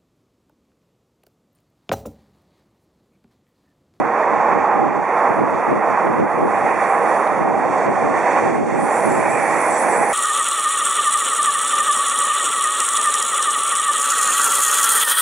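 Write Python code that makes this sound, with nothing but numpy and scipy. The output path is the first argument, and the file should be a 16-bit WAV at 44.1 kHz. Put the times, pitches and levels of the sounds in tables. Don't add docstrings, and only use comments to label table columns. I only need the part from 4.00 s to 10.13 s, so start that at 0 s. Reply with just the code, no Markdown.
import sys
import numpy as np
from scipy import signal
from scipy.fft import rfft, irfft, next_fast_len
from scipy.io import wavfile
from scipy.ndimage import uniform_filter1d

SR = 44100
rng = np.random.default_rng(int(sys.argv[2]) if len(sys.argv) > 2 else 0)


def linear_from_db(decibels):
    return 10 ** (np.asarray(decibels, float) / 20)


def store_pcm(level_fs):
    pcm = np.round(np.clip(level_fs, -1, 1) * 32767).astype(np.int16)
    wavfile.write(sys.argv[1], SR, np.atleast_2d(pcm).T)


N = 270333


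def in_time(rows):
    s, *columns = np.transpose(rows)
    return [np.interp(np.arange(N) / SR, s, c) for c in columns]


def ramp(start_s, length_s):
    return np.clip((np.arange(N) / SR - start_s) / length_s, 0, 1)


def rms_one(x):
    return x / np.sqrt(np.mean(np.abs(x) ** 2) + 1e-20)


def drift(rate_hz):
    r = np.exp(-80 * np.pi * rate_hz / SR)
    noise = rng.standard_normal(N // 40 + 2002)
    slow = signal.lfilter([1], [1, -2 * r, r * r], noise)[2000:]
    return np.interp(np.arange(N) / 40, np.arange(len(slow)), rms_one(slow))


def coloured(spectrum, low_hz, high_hz, rings=()):
    size = next_fast_len(N)
    hz = np.arange(size // 2 + 1) * SR / size + 1e-3
    points = np.array(spectrum)
    gain = linear_from_db(np.interp(np.log(hz), np.log(points[:, 0]), points[:, 1]))
    resonance = sum(linear_from_db(db) ** 2 / (1 + (2 * (hz - f) / w) ** 2) for f, w, db in rings)
    gain = gain * np.sqrt(1 + resonance)
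    gain = gain / np.sqrt((1 + (low_hz / hz) ** 10) * (1 + (hz / high_hz) ** 10))
    noise = rng.standard_normal((2, size))
    return rms_one(irfft(gain * rfft(noise), size)[:, :N])


def ringing(centre_hz, width_hz):
    r = np.exp(-np.pi * width_hz / SR)
    slow = rng.standard_normal((2, N)) + 1j * rng.standard_normal((2, N))
    slow = signal.lfilter([1], [1, -2 * r, r * r], slow)
    carrier = np.exp(2j * np.pi * np.cumsum(centre_hz) / SR)
    return rms_one(np.real(slow * carrier))


def stereo(pair, alike, left_db, left_lag):
    shared, walls = pair
    size = next_fast_len(N)
    spectrum = rfft(shared, size)
    delay = np.exp(-2j * np.pi * np.arange(len(spectrum)) / size * left_lag)
    late = irfft(spectrum * delay, size)[:N]
    alike = np.clip(alike, 0, 1)
    echoes = np.array([walls, np.roll(walls, 9000)])
    both = np.sqrt(alike) * np.array([late, shared]) + np.sqrt(1 - alike) * echoes
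    return both * linear_from_db([[left_db / 2], [-left_db / 2]])


def in_bend():
    return ramp(3.45, .15) - ramp(4.78, .05)


def nearness_db():
    speed_m_per_s, abreast_s, side_m = 10.1, 5.98, 6.35
    along_m = speed_m_per_s * (np.arange(N) / SR - abreast_s)
    return -10 * np.log10(1 + (along_m / side_m) ** 2)


# (time [s], rail level [dB], wheel level over the rail [dB])
ROLLING = [(0, -21, -13), (.22, -18.5, -11.5), (.72, -17.5, -12.5), (.84, -20.5, -13), (1.05, -22, -10.5),
           (1.18, -18, -12.5), (1.5, -20, -11.5), (1.95, -18.5, -12.5), (2.45, -19.5, -13),
           (2.65, -19.5, -8), (3.28, -18.5, -12), (3.55, -19, -15), (3.82, -17.5, -12.5),
           (4.08, -17.5, -13), (4.35, -15.5, -9.5), (4.65, -25, -9), (4.9, -18, -10), (6.13, -18.5, -11.5)]
# (frequency [Hz], density [dB per Hz])
ROLLING_COLOUR = [(24, -82), (40, -57.5), (114, -25), (155, -28.5), (196, -15), (281, -16.5), (325, -10.5),
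                  (397, -11), (802, -4.5), (1240, -12), (2130, -14), (2420, -15.5), (3000, -37),
                  (3900, -60), (6600, -120)]
# (frequency [Hz], width [Hz], level over the roar [dB])
RAIL_MODES = [(474.7, 4.8, 6.5), (648, 28, -8), (1090, 130, 0.5), (1882, 243, 4.5), (2380, 74, -8.5)]
# (time [s], centre [Hz], level over the rail band [dB])
RAIL_HUM = [(0, 800, -5), (.5, 845, -2.5), (.75, 800, 1), (1.3, 830, -5), (2.3, 826, -7), (2.55, 787, 0.5),
            (3.3, 783, -4), (3.6, 766, -2), (4.2, 772, -8), (4.5, 790.6, -0.5), (4.85, 816.8, -2.5),
            (5.25, 816, -6), (5.45, 793, -5.5), (5.9, 789.3, -8), (6.13, 822, -4)]


def roar():
    rail_db, wheel_db = in_time(ROLLING)
    hum_hz, hum_db = in_time(RAIL_HUM)
    together_db = 0.77 * drift(19.0)

    low_db = -26 + 0.48 * (rail_db - rail_db.mean()) - rail_db
    low = stereo(coloured(ROLLING_COLOUR, 110, 620, RAIL_MODES), alike=0.99, left_db=-3.5, left_lag=.8)
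    low = low * linear_from_db(low_db + 0.32 * drift(1.8))

    rail = coloured(ROLLING_COLOUR, 474, 972, RAIL_MODES) * linear_from_db(-3.5 + 0.72 * drift(13))
    hum = ringing(hum_hz, width_hz=75) * linear_from_db(hum_db - 4.5 + 1.5 * drift(5))
    rail = stereo(rail + hum, alike=1.0, left_db=-3.5, left_lag=0.39)

    upper_db = -3 - 4.5 * ramp(3.33, 0.15)
    upper = stereo(coloured(ROLLING_COLOUR, 949, 1233, RAIL_MODES), alike=0.97, left_db=-4.5, left_lag=1.0)
    upper = upper * linear_from_db(upper_db + together_db + 1.0 * drift(8.2))

    wheel_db = wheel_db - 0.1 + 2 * ramp(5.15, 0.11)
    wheel = stereo(coloured(ROLLING_COLOUR, 1360, 4000, RAIL_MODES), alike=0.93, left_db=-5.0, left_lag=0.37)
    wheel = wheel * linear_from_db(wheel_db + together_db + 0.18 * drift(15))
    return linear_from_db(rail_db + 0.12) * (low + rail + upper + wheel)


def squeal(level_db, centre_hz, broad_hz, wander_hz, alike):
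    sound = ringing(centre_hz, broad_hz)
    share_db = np.clip(.4 * (level_db - level_db.max()), -10, 0) - 6
    for rate_hz in (7, 11):
        whistle = ringing(centre_hz + wander_hz * drift(rate_hz), 200)
        sound = sound + whistle * linear_from_db(share_db + 3.5 * drift(14))
    return linear_from_db(level_db) * stereo(rms_one(sound), alike=alike, left_db=-.8, left_lag=1.4)


# (time [s], peak level [dB], starting pitch [Hz])
WHEEL_TURNS = [(2.509, -52, 7510), (2.69, -58, 7560), (2.87, -52, 7600), (3.04, -58, 7680),
               (4.905, -41.5, 7330), (5.1, -39.5, 7510), (5.305, -38.5, 7660), (5.505, -42, 7520),
               (5.71, -35.5, 7670), (5.911, -36, 7810), (6.11, -42.5, 7830)]


def wheel_turns(steady_db):
    rise_s, hold_s, fall_db_per_s, climb_hz_per_s = .015, 0.061, 125, 2000
    t = np.arange(N) / SR
    power = linear_from_db(2 * steady_db)
    hz = np.full(N, 7760.)
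    for s, peak_db, start_hz in WHEEL_TURNS:
        fall_db = fall_db_per_s * np.maximum(t - s - hold_s, 0)
        power = power + (ramp(s - rise_s, rise_s) * linear_from_db(peak_db - fall_db)) ** 2
        during = (t > s - rise_s) & (t < s + .2)
        hz = np.where(during, start_hz + climb_hz_per_s * (t - s), hz)
    return 10 * np.log10(power), hz


# (time [s], level [dB])
FLANGE_PRESSURE = [(0.0, -54), (0.03, -64.5), (0.94, -64), (1.25, -54), (1.86, -55.5), (3.16, -44.5),
                   (3.45, -54), (4.46, -48), (4.71, -52), (4.8, -38.5), (5.0, -36.5), (5.16, -37),
                   (5.53, -37), (5.63, -31.5), (5.77, -38), (5.82, -32), (5.89, -35), (6.13, -34.5)]


def flanges():
    high_db, = in_time(FLANGE_PRESSURE)
    under_peak_db = high_db - high_db.max()
    bend = in_bend()
    high_hz = 9520 + (8780 - 9520) * bend
    low_db, low_hz = wheel_turns(-43 + under_peak_db + 2.9 * bend)
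    low = ramp(1.8, 1.0) * squeal(low_db, low_hz, broad_hz=820, wander_hz=170, alike=.6)
    high = squeal(high_db + 0.41 + 1.3 * drift(12), high_hz, broad_hz=1370, wander_hz=286, alike=.45)
    over_db = high_db - 17.5 + 0.27 * under_peak_db + 8 * drift(6)
    over = linear_from_db(over_db) * ringing(np.full(N, 11000.), width_hz=500)
    return low + high + over


# (time [s], level [dB], pitch [Hz])
DISC_RING = [
    (0, -71, 2300),
    (5.05, -67.5, 2238),
    (5.2, -38, 2316),
    (5.35, -32.5, 2380),
    (5.48, -34, 2265),
    (5.65, -36, 2136),
    (5.8, -54, 1990),
    (6.13, -73, 2100),
]


def bogie():
    level_db, hz = in_time(DISC_RING)
    return linear_from_db(level_db) * stereo(ringing(hz, width_hz=230), alike=.9, left_db=-6.0, left_lag=.4)


# (frequency [Hz], density [dB per Hz])
SLIDING_COLOUR = [(2800, -7), (3300, -3), (4500, -5.5), (5600, -4), (6600, -1.5), (7600, -6), (8600, -11.5),
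                  (10000, -10), (11500, -26)]


def hiss():
    near_db, wheel_db = nearness_db(), sum(in_time(ROLLING))
    level_db = wheel_db.mean() + 0.77 * (wheel_db - wheel_db.mean()) - 14.5
    level_db = level_db + 0.52 * near_db
    level_db = level_db + 1.7 * ramp(5.15, .12)
    level_db = level_db + 1.5 * in_bend()
    lower_db = -11 - 0.41 * near_db
    lower = stereo(coloured(SLIDING_COLOUR, 2300, 5100), alike=0.58, left_db=-3.5, left_lag=0.24)
    upper = stereo(coloured(SLIDING_COLOUR, 4670, 15000), alike=0.62, left_db=-0.2, left_lag=0.81)
    return linear_from_db(level_db + 1.1 * drift(8.9)) * (linear_from_db(lower_db + 5.0) * lower + linear_from_db(1.5) * upper)


# (time [s], peak level [dB], pitch [Hz], length [s])
FLANGE_CHIRPS = [
    (2.204, -77, 13500, 0.04),
    (2.577, -73, 13670, 0.04),
    (3.2695, -86, 13800, 0.038),
    (3.905, -78, 12700, 0.04),
    (4.7636, -74, 13300, 0.04),
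    (5.596, -65, 13400, 0.032),
    (5.8052, -66, 13100, 0.051),
]


def chirps():
    t, out = np.arange(N) / SR, 0
    noise = ringing(np.zeros(N), width_hz=120)
    for s, peak_db, hz, length_s in FLANGE_CHIRPS:
        shape = np.sin(np.pi * np.clip((t - s + .01) / length_s, 0, 1)) ** 2
        out = out + linear_from_db(peak_db + 3.0) * shape * noise[0] * np.sin(2 * np.pi * hz * t)
    return out


# (middle [s], half length [s], peak level [dB], left over right [dB])
AIR_PUFFS = [(0, 0.056, -19, -3.5), (0.347, 0.066, -25.5, -7), (0.562, 0.054, -22, -4),
             (0.844, 0.09, -20.5, -6.5), (0.988, 0.038, -25.5, -9), (1.308, 0.014, -18.5, 0),
             (1.42, .045, -18, -3), (1.54, 0.046, -23, 0), (1.722, .04, -18, 4), (1.79, 0.029, -24, -2),
             (1.922, 0.06, -26.5, -3), (2.093, 0.043, -17.5, -2.5), (2.216, 0.038, -14.5, -1),
             (2.424, 0.059, -18, 0.5), (2.672, 0.13, -26.5, 2), (3.064, 0.13, -30, -10),
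             (3.462, 0.11, -22, -5), (3.676, 0.24, -26.5, 0), (3.885, 0.025, -16, -2),
             (4.063, 0.14, -21.5, -0.5), (4.49, 0.088, -20.5, -3), (4.6, 0.11, -20, -1.5),
             (4.784, 0.088, -20, -7), (5.093, 0.035, -20, -10), (5.19, 0.12, -21.5, -4),
             (5.347, 0.077, -22.5, -10), (5.537, 0.05, -27, -5), (5.715, 0.02, -24, 2),
             (5.866, 0.054, -27.5, -4), (6.005, 0.053, -26, -4)]


def puffs():
    edge_db, skirt, lull_db = 5.5, 1.63, -40
    t = np.arange(0, N, 40) / SR
    s, half_s, peak_db, left_db = np.transpose(AIR_PUFFS)[:, :, None]
    power = linear_from_db(2 * (peak_db - edge_db * np.abs((t - s) / half_s) ** skirt))
    total = power.sum(axis=0) + linear_from_db(2 * lull_db)
    side_db = (power * left_db).sum(axis=0) / total
    return in_time(np.transpose([t, 10 * np.log10(total), side_db]))


# (frequency [Hz], density [dB per Hz])
TURBULENCE_COLOUR = [(18, -81), (30, -43), (137, -9), (220, -4.5), (380, -4), (580, -6), (800, -15),
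                     (1200, -26.5), (2000, -43)]


def wind(level_db, left_db):
    lumps_db = np.array([1.9 * drift(35) + left_db / 2, 1.5 * drift(23) - left_db / 2])
    deep = coloured(TURBULENCE_COLOUR, 38, 363) * linear_from_db(0.8 * drift(24))
    bright = coloured(TURBULENCE_COLOUR, 240, 3000) * linear_from_db(0.27 * (level_db + 19.5))
    ports = (deep + bright) * linear_from_db(lumps_db + level_db - 5.0)
    return ports - .33 * ports[::-1]


def ducking(air_db):
    depth_db, threshold_db, release_s = 5, -23, 0.084
    r = np.exp(-1 / (release_s * SR))
    felt = signal.lfilter([1 - r], [1, -r], linear_from_db(2 * (air_db - threshold_db)))
    return linear_from_db(-depth_db * np.log10(1 + felt))


def scene():
    air_db, left_db = puffs()
    train = roar() + hiss() + flanges() + bogie()
    return ducking(air_db) * train + wind(air_db, left_db)


# (time [s], click peak level [dB])
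INPUT_OVERLOADS = [(.238, -48), (.6727, -46), (.7167, -46), (1.1937, -45), (1.3987, -40), (1.5532, -43),
                   (1.7117, -47), (2.0717, -40), (2.2031, -38), (3.2748, -33), (3.8674, -38), (4.3897, -41),
                   (5.3027, -48), (5.4007, -40)]


def gain_cuts(x):
    cusp_s, cusp_db, cut_db, recovers_s = 6e-5, 18, 2.5, .04
    gain_db, cusps, t = np.zeros(N), np.zeros(N), np.arange(-400, 8000) / SR
    for s, click_db in INPUT_OVERLOADS:
        at = slice(round(s * SR) - 400, round(s * SR) + 8000)
        cusps[at] += linear_from_db(click_db + cusp_db) * np.exp(-np.abs(t) / cusp_s)
        recovery = np.clip(t / .002, 0, 1) * np.exp(-np.abs(t) / recovers_s)
        gain_db[at] -= cut_db * linear_from_db((click_db + 33) / 2) * recovery
    return x * linear_from_db(gain_db) + uniform_filter1d(cusps, size=5) * linear_from_db([[-2], [2]])


def masked_out(x):
    mask_db, floor_db, floor_follows = -5, -35, .7
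    hz, t, z = signal.stft(x, SR, nperseg=1536, noverlap=768)
    bands = len(hz) // 4
    centre = hz[2::4][:bands, None]
    power = (np.abs(z[:, :bands * 4]) ** 2).reshape(2, bands, 4, -1).mean(axis=(0, 2))
    power = uniform_filter1d(power, size=2, axis=1) + 1e-20
    limit = 3 * power[bands * 3400 * 2 // SR]
    around = uniform_filter1d(np.minimum(power, limit), size=9, axis=0)
    treble = (centre[:, 0] > 8500) & (centre[:, 0] < 10000)
    treble_db = 10 * np.log10(power[treble]).mean(axis=0)
    spare_db = uniform_filter1d(rng.normal(0, 7, power.shape), size=3, axis=1)
    notch = (centre > 2900) & (centre < 5400) & (power < around * linear_from_db(2 * mask_db + spare_db))
    pairs = np.repeat(power[::2] + power[1::2], 2, axis=0) / 2
    top_db = floor_db + floor_follows * treble_db + 1.6 * spare_db[0]
    top = (centre > 10200) & (pairs < linear_from_db(2 * top_db))
    z[:, :bands * 4] *= np.repeat(~(notch | top), 4, axis=0)
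    return signal.istft(z, SR, nperseg=1536, noverlap=768)[1][:, :N]


# (frequency [Hz], width [Hz])
MOTOR_NOTCHES = [(2984, 235), (3978, 450), (4940, 420), (4180, 84), (5145, 150)]


def motor_filter(x):
    for hz, width_hz in MOTOR_NOTCHES:
        x = .9 * signal.lfilter(*signal.iirnotch(hz, hz / width_hz, SR), x) + .1 * x
    return x


def roll_off(x):
    return signal.sosfilt(signal.butter(12, 14000, fs=SR, output="sos"), x)


def record(dry):
    x = signal.sosfilt(signal.butter(8, 10600, fs=SR, output="sos"), dry)
    x = 1.72 * np.tanh(x / 1.486)
    x = masked_out(gain_cuts(motor_filter(x))) + chirps()
    x = x * np.clip((N - np.arange(N)) / 80, 0, 1)
    return roll_off(x)


dry = scene()
out = record(dry)
store_pcm(out)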